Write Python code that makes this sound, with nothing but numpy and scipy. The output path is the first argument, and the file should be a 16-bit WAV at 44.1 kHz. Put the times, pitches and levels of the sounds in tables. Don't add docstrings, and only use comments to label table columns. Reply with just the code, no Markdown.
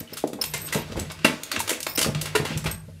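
import sys
import numpy as np
from scipy import signal
from scipy.fft import rfft, irfft
from scipy.io import wavfile
from scipy.ndimage import uniform_filter1d

SR = 44100
rng = np.random.default_rng(int(sys.argv[2]) if len(sys.argv) > 2 else 0)


def waveform_to_disk(signal):
    frames = np.transpose(np.atleast_2d(signal))
    scaled = np.clip(frames, -1, 1) * 32767
    samples = np.round(scaled).astype(np.int16)
    wavfile.write(sys.argv[1], SR, samples)


def invert_db(x):
    u = np.asarray(x, float) / 20
    return 10 ** u


N = 132300
ATTACK_S = 0.001232

# (time [s], weight on the step [dB], fur and pads rubbing [dB])
EFFORT = [(0, -31, -48), (.045, -62, -58.5), (.15, -49.5, -45), (0.349, -51.5, -65), (0.601, -43, -45.5),
          (.9, -43.5, -49), (0.999, -28, -61), (1.22, -52, -43.5), (1.5, -50.5, -45.5), (1.75, -56.5, -37),
          (1.95, -45, -68), (2.05, -32.5, -77), (2.15, -41, -43), (2.52, -39.5, -37.5), (2.6, -33.5, -44),
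          (2.74, -34, -69), (2.82, -46, -62), (3, -44.5, -61.5)]
# (pitch [Hz], level [dB], t60 [s])
STEP_MODES = [(64, -5.5, 0.11), (99.5, -1, 0.15), (153.9, -2.5, 0.29), (243.7, -4.5, 0.29),
              (298, -5.5, 0.31), (410, -6, 0.02), (499.3, 3, 0.17)]


def unit(x):
    return x / np.sqrt(np.mean(x ** 2))


def decay(t, t60):
    return np.exp(-np.log(1000) * t / t60)


def band(x, lo_hz, hi_hz):
    sos = signal.butter(2, [lo_hz, hi_hz], "band", fs=SR, output="sos")
    return signal.sosfilt(sos, x) * np.sqrt(SR / 2 / (hi_hz - lo_hz))


def highpass(x, hz, order):
    return signal.sosfilt(signal.butter(order, hz, "high", fs=SR, output="sos"), x)


def add(out, x, start_s):
    i = max(int(start_s * SR), 0)
    out[i:i + len(x)] += x[:N - i]


def ring(modes, scatter_db=0, detune=0.02):
    t = np.arange(SR // 3)[:, None] / SR
    hz, db, t60 = np.array(modes).T
    hz = hz * (1 + detune * rng.uniform(-1.04, 1, len(hz)))
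    y = (invert_db(db + scatter_db) * np.sin(2 * np.pi * hz * t) * decay(t, t60)).sum(axis=1)
    return y / np.sqrt(np.sum(y ** 2))


def grit(size):
    return unit(rng.standard_normal(size) * invert_db(2.2 * rng.exponential(size=size)))


def patches(spread_db, size):
    return np.repeat(invert_db(spread_db * rng.standard_normal(size // 256 + 1)), 256)[:size]


def coloured(points, x):
    hz, db = np.array(points).T
    f = np.arange(N // 2 + 1) * SR / N + 1
    gain = invert_db(np.interp(np.log(f), np.log(hz), db)) * np.minimum(f / hz[0], 1) ** 2
    return unit(irfft(rfft(x) * gain, N))


def walk(rate_hz):
    k = int(SR / rate_hz)
    steps = np.repeat(rng.standard_normal(N // k + 1), k)
    return uniform_filter1d(uniform_filter1d(steps, k), k)[:N]


def contact(length_s):
    t = np.arange(SR // 4) / SR
    rise_s = ATTACK_S + 0.22 * length_s
    fall = np.exp(-t / max(length_s, 0.001)) + invert_db(-1.5) * np.exp(-t / rise_s)
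    shape = np.minimum(t / rise_s, 1) ** 2 * fall
    bounces = np.where(t < 2 * rise_s, 1, patches(3, len(t)))
    x = grit(len(t)) * shape * bounces
    return x * np.sqrt(np.sum(shape ** 2) / np.sum(x ** 2))


def sing(table, loose):
    out, t = np.zeros(N), np.arange(SR // 4) / SR
    push = 1 - np.exp(-t / 0.0013)
    fade = np.cos(2 * np.pi * t)
    for start_s, db, hz, t60_s in table:
        buzz = 1 + loose * unit(uniform_filter1d(grit(len(t)), size=150))
        x = push * buzz * np.sin(2 * np.pi * hz * t) * decay(t, t60_s)
        add(out, invert_db(db) * x * fade, start_s - ATTACK_S)
    return out


def room_air():
    # (frequency [Hz], density [dB per Hz])
    air_spectrum = [(150, 4.5), (400, -38), (1500, -13), (6000, -18), (12000, -16), (16000, -39)]
    return invert_db(-60.5) * coloured(air_spectrum, rng.standard_normal(N))


def rubbing():
    # (frequency [Hz], density [dB per Hz])
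    rub_spectrum = [(300, 8.5), (1000, -1), (2500, 3), (5000, -3), (11500, -18.5), (15500, -21)]
    time_s, _, rub_db = np.array(EFFORT).T
    shared = walk(25.64)
    edges_hz = 150 * 3.2 ** np.arange(5)
    grains = np.zeros(N)
    for lo, hi in zip(edges_hz[:-1], edges_hz[1:]):
        patchiness = invert_db(3.5 * (shared + walk(40.25)))
        grains += band(grit(N), lo, hi) * np.sqrt(hi - lo) * patchiness
    return coloured(rub_spectrum, grains) * invert_db(np.interp(np.arange(N) / SR, time_s, rub_db))


def creak():
    time_s, weight_db, _ = np.array(EFFORT).T
    push = rng.standard_normal(N) * invert_db(3 * walk(25.29))
    x = signal.fftconvolve(push, ring(STEP_MODES[:3]))[:N]
    return unit(x) * invert_db(np.interp(np.arange(N) / SR, time_s, weight_db))


def tags():
    # (time [s], level [dB], length [s], top mode boost [dB])
    thick_shakes = [
        (.0, -33.5, 0.0051, 14),
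        (.133, -35, 0.0122, 7),
        (.413, -23, 0.014, -1),
        (1.875, -34, 0.068, 10),
        (1.951, -25, 0.012, 10.5),
    ]
    thin_shakes = [
        (.452, -36.5, 0.077, 14),
        (.575, -40.5, 0.078, 5),
        (.615, -36.5, 0.044, 8),
        (.645, -34, 0.033, -1),
        (.73, -37.5, 0.094, 24),
        (2.677, -48, 0.0023, 17),
        (2.712, -25.5, 0.0076, 7),
        (2.722, -39.5, 0.041, 0),
        (2.775, -53, 0.034, -2),
    ]
    # (pitch [Hz], level [dB], t60 [s])
    thick_modes = [(5300, 0, .014), (9450, -4, .011), (14050, -3, .007)]
    thin_modes = [(5530, -14, .015), (6750, -14, .015), (8390, 0, .024), (12000, 0, .013)]
    out, t = np.zeros(N), np.arange(SR // 6) / SR
    for shakes, modes in ((thin_shakes, thin_modes), (thick_shakes, thick_modes)):
        for start_s, db, length_s, top_db in shakes:
            shape = (t < length_s) * np.exp(-t / 0.074) * np.minimum(t / 0.00022, 1)
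            x = grit(len(t)) * patches(3.5, len(t)) * shape
            x = x * np.sqrt(np.sum(shape ** 2) / np.sum(x ** 2))
            boost_db = top_db * (np.arange(len(modes)) == len(modes) - 1)
            add(out, invert_db(db) * signal.fftconvolve(x, ring(modes, boost_db, detune=0.005)), start_s)
    return out


def thumps():
    # (time [s], level [dB], pitch [Hz], clatter [dB])
    pushes = [(.004, -30, 250, -1.5), (0.118, -31.5, 245, 1.5), (.236, -8.5, 352, -10),
              (.266, -23.5, 413, -4.5), (.283, -39, 380, -7), (.327, -21.5, 281, -4),
              (.35, -25.5, 232, -15), (.385, -25.5, 635, 4), (0.543, -31, 150, -14), (0.584, -47, 178, -7),
              (.749, -14, 181, 1.5), (.893, -32, 220, -1), (0.916, -30, 214, 2), (.954, -21.5, 760, -6),
              (.967, -28.5, 106, 8), (0.984, -22, 199, -3), (1.012, -25.5, 155, -6),
              (1.242, -7, 257, -12.5), (1.292, -17, 290, -16), (1.566, -23.5, 278, -4.5),
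              (1.572, -30.5, 100, -4), (1.71, -20, 370, -4), (1.977, -16.5, 335, -2.5),
              (2.056, -18.5, 226, 3.5), (2.081, -17, 155, -4.5), (2.149, -20, 149, -9),
              (2.217, -33.5, 145, 6), (2.349, -23, 420, -2), (2.393, -17.5, 149, 1.5),
              (2.5, -23, 218, -2.5), (2.555, -20.5, 132, -9), (2.649, -23.5, 158, 0), (2.611, -36, 92, -16),
              (2.83, -37, 149, -7), (2.877, -33, 146, -3.5)]
    lag_s = 0.00372
    out, t = np.zeros(N), np.arange(SR // 3) / SR
    for start_s, db, hz, loose_db in pushes:
        cycles = t * hz
        knock = np.sin(2 * np.pi * cycles) * np.minimum(cycles, 1) * decay(cycles, 4.69)
        knock = highpass(knock, hz / 2, order=2)
        scatter_db = 2 * rng.standard_normal(len(STEP_MODES))
        boards = signal.fftconvolve(knock, ring(STEP_MODES, scatter_db))
        clatter = band(contact(0.027), 260, 627)
        add(out, invert_db(db + 11) * knock, start_s + lag_s)
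        add(out, invert_db(db - 13.5) * boards / np.abs(boards).max(), start_s + lag_s)
        add(out, invert_db(db - 10.5 + loose_db) * clatter, start_s)
    return out


def claws():
    # (time [s], body [dB], hiss [dB], length [s])
    strokes = [(0.0044, -20, -33, 0.0068), (0.139, -21, -36, 0.0048), (0.167, -17.5, -29, 0.022),
               (0.273, -50, -34, 0.011), (0.3313, -18.5, -34, 0.0075), (0.416, -17, -30.5, 0.02),
               (0.439, -4.5, -19, 0.0052), (0.6757, -16.5, -39, 0.025), (0.909, -22, -56, 0.046),
               (0.995, -50, -27.5, 0.011), (1.116, -56, -30.5, 0.0055), (1.19, -18.5, -56, 0.0049),
               (1.434, -16, -20, 0.0036), (1.5158, 0.5, -18, 0.0038), (1.525, -5, -34, 0.0043),
               (1.592, -30, -22, 0.01), (1.601, -10, -19.5, 0.0088), (1.804, -35, -20.5, 0.0036),
               (1.829, -48, -20.5, 0.0045), (2.2115, -16.5, -22, 0.014), (2.574, -41, -24, 0.0075),
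               (2.725, -27, -35, 0.0042)]
    out = np.zeros(N)
    for start_s, body_db, hiss_db, length_s in strokes:
        x = contact(length_s)
        body = invert_db(body_db - 19.5) * band(x, 820, 4740)
        hiss = invert_db(hiss_db - 3) * band(x, 2300, 11900)
        add(out, body + hiss, start_s - ATTACK_S)
    return out


def singing_bars():
    # (time [s], peak level [dB], pitch [Hz], t60 [s])
    bar_notes = [(.075, -35, 2980, 0.042), (.172, -33, 1317, 0.036), (.24, -16, 713, 0.033),
                 (.538, -35, 2090, 0.34), (.538, -37, 1013, .06), (.726, -24, 1984, 0.1),
                 (0.753, -31, 949, 0.31), (.995, -24.5, 7800, 0.045), (1.248, -16.5, 1970, .1),
                 (1.248, -6, 2728, 0.04), (1.251, -27.5, 1011, 0.16), (1.249, -21, 1558, 0.12),
                 (1.271, -31.5, 3020, 0.18), (1.516, -21, 3160, 0.018), (1.526, -18, 4390, 0.022),
                 (1.565, -29, 1780, .03), (1.604, -18.5, 926, 0.034), (1.695, -15, 3420, 0.026),
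                 (1.706, -27, 1440, 0.035), (1.733, -24, 2580, 0.034), (1.868, -33, 1550, 0.046),
                 (1.952, -39, 785, 0.077), (1.98, -20, 5200, 0.033), (1.988, -21, 3180, .03),
                 (2.013, -25.5, 5000, .02), (2.016, -18, 3130, 0.018), (2.03, -17.5, 4720, 0.048),
                 (2.031, -15.5, 2990, 0.027), (2.048, -24, 4610, .05), (2.351, -13.5, 425, 0.11),
                 (2.351, -17, 970, 0.073), (2.353, -20, 1420, .1), (2.353, -23.5, 1811, 0.16),
                 (2.352, -18, 2300, 0.052), (2.355, -21.5, 2735, 0.057), (2.449, -29, 1800, .08),
                 (2.66, -27, 2392, 0.095)]
    return sing(bar_notes, loose=0.6)


def paw_blows():
    # (time [s], clang [dB], crack [dB], rattle length [s])
    blows = [(0.535, -19.5, -25.5, 0.02), (0.722, -20, -27, 0.025), (0.744, -17, -29, 0.016),
             (0.958, -29.5, -45, 0.062), (1.099, -24, -55, 0.012), (1.2448, -5.5, -19.5, 0.015),
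             (1.561, -13.5, -51, 0.01), (1.676, -18.5, -26, 0.0091), (1.693, -13.5, -17.5, 0.0082),
             (1.703, -17.5, -24.5, 0.013), (1.728, -24, -28, 0.0087), (1.866, -10, -26, 0.0055),
             (1.975, -15.5, -17.5, 0.0073), (1.99, -11, -15, 0.0059), (2.012, -14, -17.5, 0.01),
             (2.027, -19, -17, 0.0075), (2.045, -14, -26, 0.01), (2.148, -15.5, -40, 0.0053),
             (2.255, -19, -29.5, 0.011), (2.351, -9.5, -22, 0.013), (2.447, -19.5, -35.5, 0.028),
             (2.64, -26.5, -35.5, 0.015), (2.657, -18, -36, 0.025)]
    # (pitch [Hz], level [dB], t60 [s])
    bar_modes = [(408, 14, 0.092), (784, -24, 0.02), (971, 2.5, 0.42), (1200, 22, 0.043),
                 (1330, -22, 0.057), (1610, 19, 0.35), (1890, 18, 0.039), (2270, -40, 0.089),
                 (2353, -5, 0.027), (2390, 28, 0.051), (2720, -1, 0.035), (3170, 16.5, 0.034),
                 (3570, -1, 0.024), (4960, 12, 0.022)]
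    out = np.zeros(N)
    for start_s, clang_db, crack_db, length_s in blows:
        x = contact(length_s)
        scatter_db = rng.standard_normal(len(bar_modes))
        clang = invert_db(clang_db - 7.5) * band(x, 280, 3620)
        crack = invert_db(crack_db - 0.5) * band(x, 1830, 10500)
        ringing = invert_db(clang_db - 25.5) * signal.fftconvolve(x, ring(bar_modes, scatter_db))
        add(out, clang + crack, start_s - ATTACK_S)
        add(out, ringing, start_s - ATTACK_S)
    return out


def humming_boards():
    # (time [s], peak level [dB], pitch [Hz], t60 [s])
    board_hums = [
        (.785, -28, 340, .15),
        (1.02, -30, 143, 0.24),
        (1.64, -38, 101, 0.25),
        (2.095, -23.5, 152.6, 0.64),
        (2.58, -31, 165.8, 0.35),
        (2.65, -26, 65, 0.41),
    ]
    return sing(board_hums, loose=0.2)


def room(x):
    # (band centre [Hz], t60 [s])
    room_decay = [(250, 0.31), (1000, 0.35), (4000, 0.27), (11000, 0.23)]
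    t = np.arange(SR // 2) / SR
    tail = np.zeros(len(t))
    for hz, t60_s in room_decay:
        noise = band(rng.standard_normal(len(t)), hz / 2, min(hz * 2, 17000))
        tail += noise * np.sqrt(hz) * decay(t, t60_s)
    tail *= t > 0.00064
    return invert_db(-4.5) * signal.fftconvolve(x, tail / np.sqrt(np.sum(tail ** 2)))[:N]


def scene():
    near = paw_blows() + claws() + rubbing()
    sung = singing_bars()
    wood = thumps() + creak()
    jingle = tags()
    echo = room(near + invert_db(-8) * sung + invert_db(-3.5) * wood + invert_db(-9) * jingle)
    return (near + sung + wood + jingle + echo + room_air() + humming_boards())[None]


def roll_off(x):
    return signal.sosfilt(signal.butter(12, 16500, fs=SR, output="sos"), x)


def record(dry):
    x = np.tanh(highpass(dry, 51, order=4))
    top_cut = signal.ellip(8, 0.2, 45, 15600, fs=SR, output="sos")
    return roll_off(signal.sosfilt(top_cut, x))


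dry = scene()
out = record(dry)
waveform_to_disk(out)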